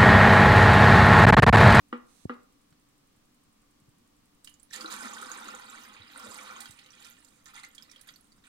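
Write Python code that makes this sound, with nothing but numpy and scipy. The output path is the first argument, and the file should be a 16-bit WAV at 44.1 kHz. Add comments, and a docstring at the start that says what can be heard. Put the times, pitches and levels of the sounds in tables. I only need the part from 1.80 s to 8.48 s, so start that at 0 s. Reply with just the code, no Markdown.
"""A stream of water pours into a tall plastic tank on a desk and weakens to gurgles and trickles.
It drags air under, and the bubbles ring inside the tank, a little right of the microphone: big ones
low, small ones high. Before the pour, a jug knocks twice on the tank, there are soft handling bumps
and a brief hiss, and a few drops fall in. Later, foam bursts on the water with tiny clicks.
All along the room hums, and something ticks faintly and evenly."""
import sys
import numpy as np
from scipy import signal
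from scipy.fft import rfft, irfft, next_fast_len
from scipy.io import wavfile
from scipy.ndimage import uniform_filter1d, map_coordinates

SR = 44100
rng = np.random.default_rng(int(sys.argv[2]) if len(sys.argv) > 2 else 0)


def store_wav(level_fs):
    """Save 16-bit WAV to argv[1]."""
    pcm = np.round(np.clip(np.atleast_2d(level_fs), -1, 1) * 32767)
    wavfile.write(sys.argv[1], SR, pcm.T.astype(np.int16))


N = 294588

# Levels in the tables are relative. A "colour" says how strong the low and high pitches are.
# A "fade" is the time a sound takes to drop by 60 dB.
# colour of the room's noise: f/Hz, level/dB
ROOM_COLOUR = [(20, 3), (50, -5), (100, -3.5), (170, -3.5), (230, 1), (290, -1.5), (370, -9.5), (520, -9),
               (650, -14), (950, -12.5), (1150, -9.5), (1500, -16), (4500, -18), (8500, -21),
               (11500, -25.5), (15500, -25)]
# how alike that noise is left and right: f/Hz, likeness (1 = the same)
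ROOM_LIKENESS = [(60, 0.8), (180, 1), (550, -0.29), (1650, 0.12), (4970, -0.17), (15000, 0.012)]
# tones of the hum: f/Hz, level/dB
HUM_TONES = [(290.7, -77), (737.5, -92.5), (1168, -89)]
# colour of the even ticks: f/Hz, level/dB
TICK_COLOUR = [(4000, -58), (7500, -3), (10000, -5.5), (11500, -17), (15000, -16)]
# the jug hits the tank: t/s, level/dB
KNOCKS = [(0.1273, -32.5), (0.4954, -34.5)]
# tones of the struck tank: f/Hz, width/Hz, level/dB
TANK_TONES = [(242.6, 19.6, -2.5), (491, 44, -9), (819, 69, -16), (1228, 56, -20), (1370, 110, -13.5),
              (1678, 26, -25), (1932, 110, -21), (1974, 9.5, -32), (2460, 21, -28), (2750, 16, -30),
              (2880, 220, -27), (3200, 46, -36), (3480, 44, -45), (3840, 11, -41), (4140, 40, -46)]
# colour of the clack as they touch: f/Hz, level/dB
CLACK_COLOUR = [(100, -44), (220, 1), (370, 3), (650, -17), (1230, -7), (2200, -12), (4000, -27.5),
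                (6000, -39), (15000, -51)]
# the room's echo: f/Hz, fade/s
ROOM_FADE = [(200, 0.59), (1500, 0.36), (6000, 0.12), (14000, 0.21)]
# the hiss between the knocks: t/s, level/dB
HISS_LEVEL = [(0.22, -100), (0.29, -71), (0.37, -68.5), (0.45, -69), (0.49, -100)]
# its colour: f/Hz, level/dB
HISS_COLOUR = [(2000, -5), (3200, -5.5), (4000, 0.5), (5000, -5.5), (6200, 1.5), (7000, -4), (8500, 2),
               (11000, -6), (15000, -17)]
# soft handling bumps: t/s, level/dB, f/Hz, fade/s
BUMPS = [(0.4542, -13.5, 168, 0.0057), (0.46, -48, 84.5, .04), (0.92, -52.5, 155, 0.043),
         (1.678, -60, 110, 0.067), (2.019, -55, 140, .04), (2.083, -50, 128, 0.045),
         (4.198, -50, 98, 0.084), (4.479, -53.5, 97, 0.054), (4.895, -41, 116, 0.018)]
# what the desk and hand pass on: f/Hz, level/dB
BUMP_COLOUR = [(20, -34), (50, -10.5), (90, 2.5), (300, 3), (700, 6), (2000, -43), (8000, -70)]
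# light handling taps: t/s, level/dB
TAPS = [(0.537, -58.5), (0.926, -61.5)]
# their colour: f/Hz, level/dB
TAP_COLOUR = [(500, 1), (1300, 6), (2500, -4), (4300, 5), (7000, -15), (15000, -22)]
# the clearest drops: t/s, level/dB, bubble f/Hz, splash boost/dB
CLEAR_DROPS = [(2.6446, -39.5, 7860, 8.5), (2.6734, -34.5, 2940, 1), (2.6947, -42, 9550, 0),
               (2.74, -44, 6800, -2), (2.798, -42.5, 7700, -5), (2.8306, -37.5, 9800, -8),
               (2.9066, -40.5, 5800, -4), (2.9336, -30.5, 4036, 7), (2.9611, -29, 6930, 0),
               (3.0088, -32, 4660, 5), (3.0595, -27.5, 4000, -7), (3.125, -26, 6650, -4),
               (3.3355, -27.5, 6850, -9), (3.4146, -32.5, 8000, 1.5), (3.5167, -24, 6590, -5),
               (3.683, -34, 6860, -1.5), (3.7492, -31.5, 6980, -4), (3.899, -33.5, 7350, -8),
               (4.376, -30.5, 8720, -16), (4.5438, -31, 8000, -2), (4.5855, -37.5, 2250, 7),
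               (4.8044, -34, 7830, 9.5), (4.8563, -35.5, 3180, 5), (4.9075, -41, 8300, 8),
               (4.9887, -39, 2950, 4), (5.0609, -45.5, 3000, 7), (5.1058, -38.5, 5700, -14),
               (5.2468, -37.5, 5640, 2), (5.3, -37, 13200, -8), (5.3676, -50, 2890, -1),
               (5.447, -42, 7300, 1), (5.6573, -41.5, 6130, 7), (5.7633, -42.5, 3400, -1.5),
               (5.7774, -36, 2104, -8), (5.8391, -34.5, 2060, -8), (5.9484, -43, 7100, 7),
               (5.9803, -35, 3320, -3), (6.0235, -38.5, 5130, 0.5), (6.0977, -43, 5550, -8),
               (6.114, -38.5, 5500, 1.5), (6.1605, -39.5, 3190, -3), (6.2122, -38.5, 9970, 2),
               (6.2879, -38.5, 3320, 2), (6.339, -42.5, 5840, -6), (6.3593, -43, 4383, 0),
               (6.52, -49.5, 4600, -2)]
# echoes between the tank's walls: f/Hz, fade/s
WALL_FADE = [(200, 0.18), (2000, 0.048), (12000, 0.036)]
# strength of the pour, from full stream to trickle: t/s, strength/dB
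POUR_STRENGTH = [(2.89, -78), (2.95, -50), (3.06, -42), (3.35, -46), (3.75, -46), (3.8, -54), (4.0, -55),
                 (4.29, -60), (4.41, -51), (4.53, -53), (4.6, -48), (4.76, -50), (4.93, -66), (5.25, -63),
                 (5.56, -76), (5.92, -72), (6.2, -68), (6.45, -79)]
# how big bubbles follow the pour: strength/dB, level/dB
GURGLE_LEVEL = [(-77, -75), (-66.5, -72.5), (-56.5, -62.5), (-44.5, -54.5)]
# how medium bubbles follow it: strength/dB, level/dB
BUBBLE_LEVEL = [(-79.5, -78), (-63.5, -67.5), (-54.5, -53.5), (-44, -45.5)]
# how small bubbles follow it: strength/dB, level/dB
PATTER_LEVEL = [(-80, -80), (-68, -63.5), (-58, -55), (-44, -51)]
# the fine spray: t/s, level/dB
SPRAY_LEVEL = [(2.915, -62), (2.94, -48), (3.06, -54.5), (3.15, -47), (3.35, -52), (3.55, -52), (3.78, -58),
               (4.02, -55.5), (4.24, -71.5), (4.4, -57), (4.48, -49.5), (4.6, -52), (4.68, -56),
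               (4.84, -54.5), (5.08, -67.5), (5.24, -60), (5.56, -68), (6.45, -73.5)]
# the stream plunges deep and gurgles: t/s, length/s, level/dB
PLUNGES = [(2.96, 0.042, -51.5), (3.028, 0.015, -52.5), (3.225, 0.046, -47), (4.445, 0.049, -51)]
# lumps of water slap the bottom or the surface: t/s, length/s, level/dB
SLAPS = [(2.932, .025, -45), (3.105, .035, -45), (3.23, .04, -48), (4.805, .012, -54), (5.195, .025, -62),
         (5.248, .02, -57), (5.66, .04, -58), (5.742, .058, -54), (5.834, .012, -54), (6.273, .02, -57),
         (6.64, .03, -63)]
# colour of water in the tank: f/Hz, level/dB
WATER_COLOUR = [(100, -55), (170, -22.5), (210, -1), (350, -6.5), (440, -12.5), (620, -12), (900, -9.5),
                (1180, 0.5), (1400, 1), (1600, -7), (2100, -10.5), (2600, -9.5), (3100, -10), (5500, -18),
                (7000, -14.5), (9300, -17.5), (11000, -29), (15500, -30)]
# pitches that the air in the tank makes louder: f/Hz, width/Hz, boost/dB
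AIR_TONES = [(241.4, 22, 5.5), (501.4, 27, 19), (813, 91, 7.5), (1235, 42, 0), (1388, 33, 5),
             (3970, 150, 3.5)]
# big air pockets dragged under: t/s, level/dB, f/Hz
GULPS = [(2.91, -40.5, 1730), (3.013, -34, 1236), (3.043, -35, 321), (3.045, -27.5, 1370),
         (3.104, -38, 1270), (3.429, -26.5, 1390), (3.686, -26.5, 1336), (4.36, -32.5, 1380),
         (4.47, -40, 497), (4.857, -38, 1450), (5.736, -43, 1340)]
# how the tank's sound is shared between the sides: f/Hz, left minus right/dB
TANK_BALANCE = [(100, -0.5), (380, 0), (520, -4), (800, -7.5), (1150, 0.5), (1450, 0.5), (2000, -0.5),
                (3000, -6.5), (4400, -6), (8120, -25.5), (15000, -14)]
# how far the left side lags behind the right: f/Hz, phase/rad
LEFT_LAG = [(100, -4), (240, .5), (360, 0.9), (500, 1.2), (800, 1.5), (1150, 0.99), (1450, 1.34),
            (2000, 1.47), (3000, 4.5), (6800, 8), (15000, 15.5)]

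TOP_HZ = 15900


def amp(db):
    """Turn decibels into a number to multiply by."""
    return 10 ** (np.asarray(db) / 20)


def unit(x):
    """Scale a sound so its average power is 1."""
    return x / np.sqrt(np.mean(x ** 2) + 1e-20)


def along(points, hz):
    """Look up a pitch in a table of (f/Hz, value), sliding between its rows."""
    f, v = np.transpose(points)
    return np.interp(np.log(hz + 1), np.log(f + 1), v)


def curve(rows):
    """A level in dB for every sample: silent before the first row, steady after the last."""
    times, levels = np.transpose(rows)
    return np.interp(np.arange(N) / SR, times, levels, left=-140)


def wobble(rate):
    """A smooth curve through `rate` random values a second."""
    return map_coordinates(rng.standard_normal(int(N * rate / SR) + 4), [np.arange(N) * rate / SR])


def add(track, s, sound):
    """Mix a sound into the track at time s."""
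    part = track[..., max(0, round(s * SR)):][..., :sound.shape[-1]]
    part += sound[..., :part.shape[-1]]


def filtered(x, response):
    """Multiply each frequency f in the sound by response(f)."""
    size = next_fast_len(x.shape[-1] + SR // 4)
    return irfft(rfft(x, size) * response(np.fft.rfftfreq(size, 1 / SR)), size)[..., :x.shape[-1]]


def coloured(x, level_db, size=8192):
    """Turn each frequency f up or down by level_db(f)."""
    cepstrum = irfft(np.log(amp(level_db(np.fft.rfftfreq(size, 1 / SR)))))
    fold = 1 + np.sign(size // 2 - np.arange(size))  # ring after a sound, never before it
    fold[0] = 1
    return signal.oaconvolve(x, irfft(np.exp(rfft(cepstrum * fold))))[:len(x)]


def echoes(x, fades, low_hz):
    """Many echoes blur into a fading stereo tail, weak below low_hz."""
    hz, t, noise = signal.stft(rng.standard_normal((2, SR // 3)), SR, nperseg=128)
    fading = noise * amp(-60 * t / along(fades, hz)[:, None])
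    tail = signal.istft(fading, SR, nperseg=128)[1]
    tail = filtered(tail / np.linalg.norm(tail[0]), lambda f: (1j * f / (low_hz + 1j * f)) ** 2)
    return signal.oaconvolve(x[None], tail, axes=1)[:, :N]


def ping(t, hz, cycles, rise):
    """A tone that fades to 37% in `cycles` swings. A bubble's pitch rises as it nears the surface."""
    age = t * hz / cycles
    return np.sin(2 * np.pi * hz * t * (1 + rise * age)) * np.exp(-age) * (1 - np.exp(-t * hz))


def room():
    """Low indoor rumble and hiss with a slightly wavering hum."""
    def mid_and_side(f):
        width = np.arccos(np.clip(along(ROOM_LIKENESS, f), -1, 1)) / 2
        return amp(along(ROOM_COLOUR, f)) * [np.cos(width), np.sin(width)]
    mid, side = filtered(rng.standard_normal((2, N)), mid_and_side)
    t = np.arange(N) / SR
    hum = sum(amp(db + 2.3 * wobble(3.25)) * np.sin(2 * np.pi * hz * t + 0.36 * wobble(7.4))
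              for hz, db in HUM_TONES)
    return amp(-66) * unit(np.array([mid + side, mid - side])) + amp(1.5) * hum


def ticks(first_s=0.0845, gap_s=0.09124):
    """Tiny, even ticks of high noise on the right."""
    out, t = np.zeros(N), np.arange(SR // 30) / SR
    fade = amp(-60 * t / 0.027) + amp(-12.5 - 60 * t / 0.18)
    for s in np.arange(first_s, N / SR, gap_s):
        add(out, s, rng.standard_normal(len(t)) * fade)
    return coloured(out, lambda f: along(TICK_COLOUR, f)) * amp([[-67.5], [-54]])


def knocks():
    """The jug clacks on the tank: the wall bends briefly, then the tank rings hollow."""
    out, t = np.zeros(N), np.arange(SR // 2) / SR
    ring = 0
    for hz, width, db in TANK_TONES:
        tone = np.sin(2 * np.pi * hz * t + rng.uniform(0, 2 * np.pi))
        fade = np.exp(-1.63 * width * t)  # wide tones die fast
        ring += amp(db) * width / TANK_TONES[0][1] * fade * tone
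    ring *= 1 - np.exp(-t / 0.0023)
    bend = amp(11.5) * ping(t, 1210, cycles=3.54, rise=0) + amp(-0.5) * ping(t, 373, cycles=2.4, rise=0)
    for s, db in KNOCKS:
        burst = rng.standard_normal(len(t)) * amp(-60 * t / 0.14)
        clack = coloured(burst, lambda f: along(CLACK_COLOUR, f))
        add(out, s, amp(db) * (amp(4) * ring + amp(11) * clack + bend))
    return out + amp(-7.5) * echoes(out, ROOM_FADE, low_hz=390)


def hiss():
    """One short, faint hiss on the right."""
    noise = filtered(rng.standard_normal((2, N)), lambda f: amp(along(HISS_COLOUR, f)))
    return unit(noise) * amp(curve(HISS_LEVEL)) * amp([[-5], [6]])


def bumps(left_lead_s=0.00076):
    """Dull bumps travel through the desk and the hand, reaching the left side first."""
    out, t = np.zeros(N), np.arange(SR // 4) / SR
    for s, db, hz, fade_s in BUMPS:
        add(out, s, amp(db - 60 * t / fade_s) * np.sin(2 * np.pi * hz * t))
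    out = coloured(out, lambda f: along(BUMP_COLOUR, f))
    return filtered(out, lambda f: np.exp(1j * np.pi * f * left_lead_s * np.array([[1], [-1]])))


def taps():
    """Small dry taps as the jug is moved."""
    out, t = np.zeros(N), np.arange(SR // 16) / SR
    for s, db in TAPS:
        noise = coloured(rng.standard_normal(len(t)), lambda f: along(TAP_COLOUR, f))
        add(out, s, amp(db - 60 * t / 0.042) * unit(noise))
    return out * amp([[-2], [2]])


def drops():
    """Each drop leaves a ringing bubble in a splash of tiny ones."""
    out, t = np.zeros(N), np.arange(SR // 12) / SR
    fade = (1 - np.exp(-t / 0.00098)) * (amp(-60 * t / 0.023) + amp(-21 - 60 * t / 0.2))
    splash_colour = [(300, -9), (1500, 4.5), (9000, 5), (11000, 0.5), (15000, -2)]  # f/Hz, level/dB
    for s, db, hz, splash_db in list(CLEAR_DROPS) + stray_drops():
        near_pitch = lambda f: -7 * np.abs(np.log2((f + 100) / hz)) + along(splash_colour, f)
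        splash = unit(coloured(rng.standard_normal(len(t)), near_pitch)) * fade
        bubble = ping(t, hz, cycles=8.9, rise=0.004)
        add(out, s, amp(db + 0.5) * (bubble + amp(splash_db - 8.5) * splash))
    return out


def stray_drops(full_stream_db=-46, full_per_s=11, hz=6480, splash_db=6):
    """A stronger stream throws more and louder drops. Gives rows like those of CLEAR_DROPS."""
    boost_db = 0.45 * (curve(POUR_STRENGTH) - full_stream_db)
    drops_so_far = np.cumsum(full_per_s * amp(boost_db)) / SR
    count = int(drops_so_far[-1])
    starts = np.searchsorted(drops_so_far, np.arange(1, count) + rng.random(count - 1))
    return [(i / SR, -43.5 + boost_db[i] - 1.5 * softer, hz * np.exp(0.25 * higher), splash_db)
            for i, (softer, higher) in zip(starts, rng.standard_normal((len(starts), 2)))]


def surges(rows, rise_s=0.01, fall_s=0.07):
    """Loudness of brief rushes of water: they swell 30 dB in rise_s, hold, and lose 30 dB in fall_s."""
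    gain, t = np.zeros(N), np.arange(-SR // 10, SR // 2) / SR
    for s, length, db in rows:
        away = np.maximum(-t, 0) / rise_s + np.maximum(t - length, 0) / fall_s
        add(gain, s + t[0], amp(db - 30 * away))
    return gain


def bubble_cloud(lo_hz, hi_hz, flow, per_s, cycles, spread_db, wash_db, samples):
    """Random bubbles ring in the tank over a wash of countless tiny ones, at an evened-out level."""
    count = int(per_s * np.sum(flow) / SR)
    starts = rng.choice(N, count, p=flow / np.sum(flow))  # more flow, more bubbles
    hz = lo_hz * (hi_hz / lo_hz) ** rng.random((count, 1))
    strength = hz * amp(spread_db * np.minimum(rng.exponential(size=hz.shape), 3))
    life = cycles * np.exp(0.3 * rng.standard_normal(hz.shape))
    pings = strength * ping(np.arange(samples) / SR, hz, life, rise=0.0027)
    ringing = np.bincount((starts[:, None] + np.arange(samples)).ravel(), pings.ravel(), N + samples)[:N]
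    band = lambda f: 1 / (1 + (f / hi_hz) ** 12) / (1 + (lo_hz / (f + 1)) ** 12)
    wash = filtered(rng.standard_normal(N), band)
    water = unit(ringing) + amp(wash_db) * unit(wash * np.sqrt(flow))
    air_db = lambda f: sum(db / (1 + (2 * (f - pitch) / width) ** 2) for pitch, width, db in AIR_TONES)
    water = coloured(water, lambda f: along(WATER_COLOUR, f) + air_db(f))
    power = np.abs(uniform_filter1d(uniform_filter1d(water ** 2, size=2400), size=2400))
    return water / np.sqrt(power + np.mean(power) / 1000)


def stream(lands_s=2.892, cover_s=0.12, flutter_db=1.5):
    """The unsteady stream folds air into the water, making deep gurgles, bubbles, patter and spray."""
    strength_db = curve(POUR_STRENGTH)
    def follow(levels):
        return amp(np.interp(strength_db, *np.transpose(levels), left=-140) + flutter_db * wobble(18))
    # water must cover the bottom before air can be folded under
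    covered = np.clip((np.arange(N) / SR - lands_s) / cover_s, 0, 1)
    slap = surges(SLAPS)
    gurgle = covered * np.hypot(follow(GURGLE_LEVEL), surges(PLUNGES))
    bubbles = covered * np.hypot(follow(BUBBLE_LEVEL), amp(-3) * slap)
    patter = np.hypot(follow(PATTER_LEVEL), slap)
    spray_db = curve(SPRAY_LEVEL) - 1.5 + flutter_db * wobble(45)  # spray comes in clusters
    spray = np.hypot(amp(spray_db), amp(-2) * slap)
    flow = np.sqrt(patter / patter.max()) * (strength_db > -139)  # zero before the pour
    # each loudness curve shapes its own size of bubble
    return (
        gurgle * bubble_cloud(177.8, 685, flow, 400, cycles=2.5, spread_db=4, wash_db=-8.5, samples=1800)
        + bubbles * bubble_cloud(695, 1656, flow, 650, cycles=6, spread_db=4.5, wash_db=-6.5, samples=1100)
        + patter * bubble_cloud(1665, 5040, flow, 1600, cycles=4.8, spread_db=5.5, wash_db=-4, samples=560)
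        + spray * bubble_cloud(5010, 14840, flow, 1400, cycles=4.8, spread_db=8, wash_db=-4, samples=300))


def gulps():
    """Big air pockets, dragged under by the stream, ring lower than the drops."""
    out, t = np.zeros(N), np.arange(SR // 12) / SR
    for s, db, hz in GULPS:
        add(out, s, amp(db + 1) * ping(t, hz, cycles=4.3, rise=0.0027))
    return out


def foam(from_s=3.4, per_s=10, hz=11800):
    """Tiny foam bubbles burst on the surface with high clicks."""
    out, t = np.zeros(N), np.arange(SR // 100) / SR
    count = int(per_s * (N / SR - from_s))
    for k, (later, louder, higher) in enumerate(rng.standard_normal((count, 3))):
        burst = ping(t, hz * np.exp(0.12 * higher), cycles=15, rise=0.005)
        add(out, from_s + (k + later) / per_s, amp(-49.5 + 1.5 * louder) * burst)
    return out


def in_tank(water):
    """The water is heard directly and as echoes from the tank's walls and the room."""
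    direct = filtered(water, lambda f: amp(along([(300, -1.5), (1200, -1), (4000, -3.5)], f)))
    walls = amp(-2) * echoes(water, WALL_FADE, low_hz=1640)
    return direct + walls + amp(-8) * echoes(water, ROOM_FADE, low_hz=203)


def from_right(x):
    """The tank stands to the right, so its sound reaches that side first and brighter."""
    def left_and_right(f):
        ratio = amp(along(TANK_BALANCE, f))
        lead = np.exp(0.5j * along(LEFT_LAG, f))
        return np.array([ratio / lead, lead]) * np.sqrt(2 / (1 + ratio ** 2))
    return filtered(x, left_and_right)


def scene():
    """Knocks, then the pour, over the sound of the room."""
    water = in_tank(stream() + drops() + gulps() + foam())
    return from_right(water + knocks()) + taps() + bumps() + ticks() + hiss() + room()


def record(dry):
    """Keep only the sound below TOP_HZ."""
    return filtered(dry, lambda hz: hz < TOP_HZ)


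dry = scene()
out = record(dry)
store_wav(out)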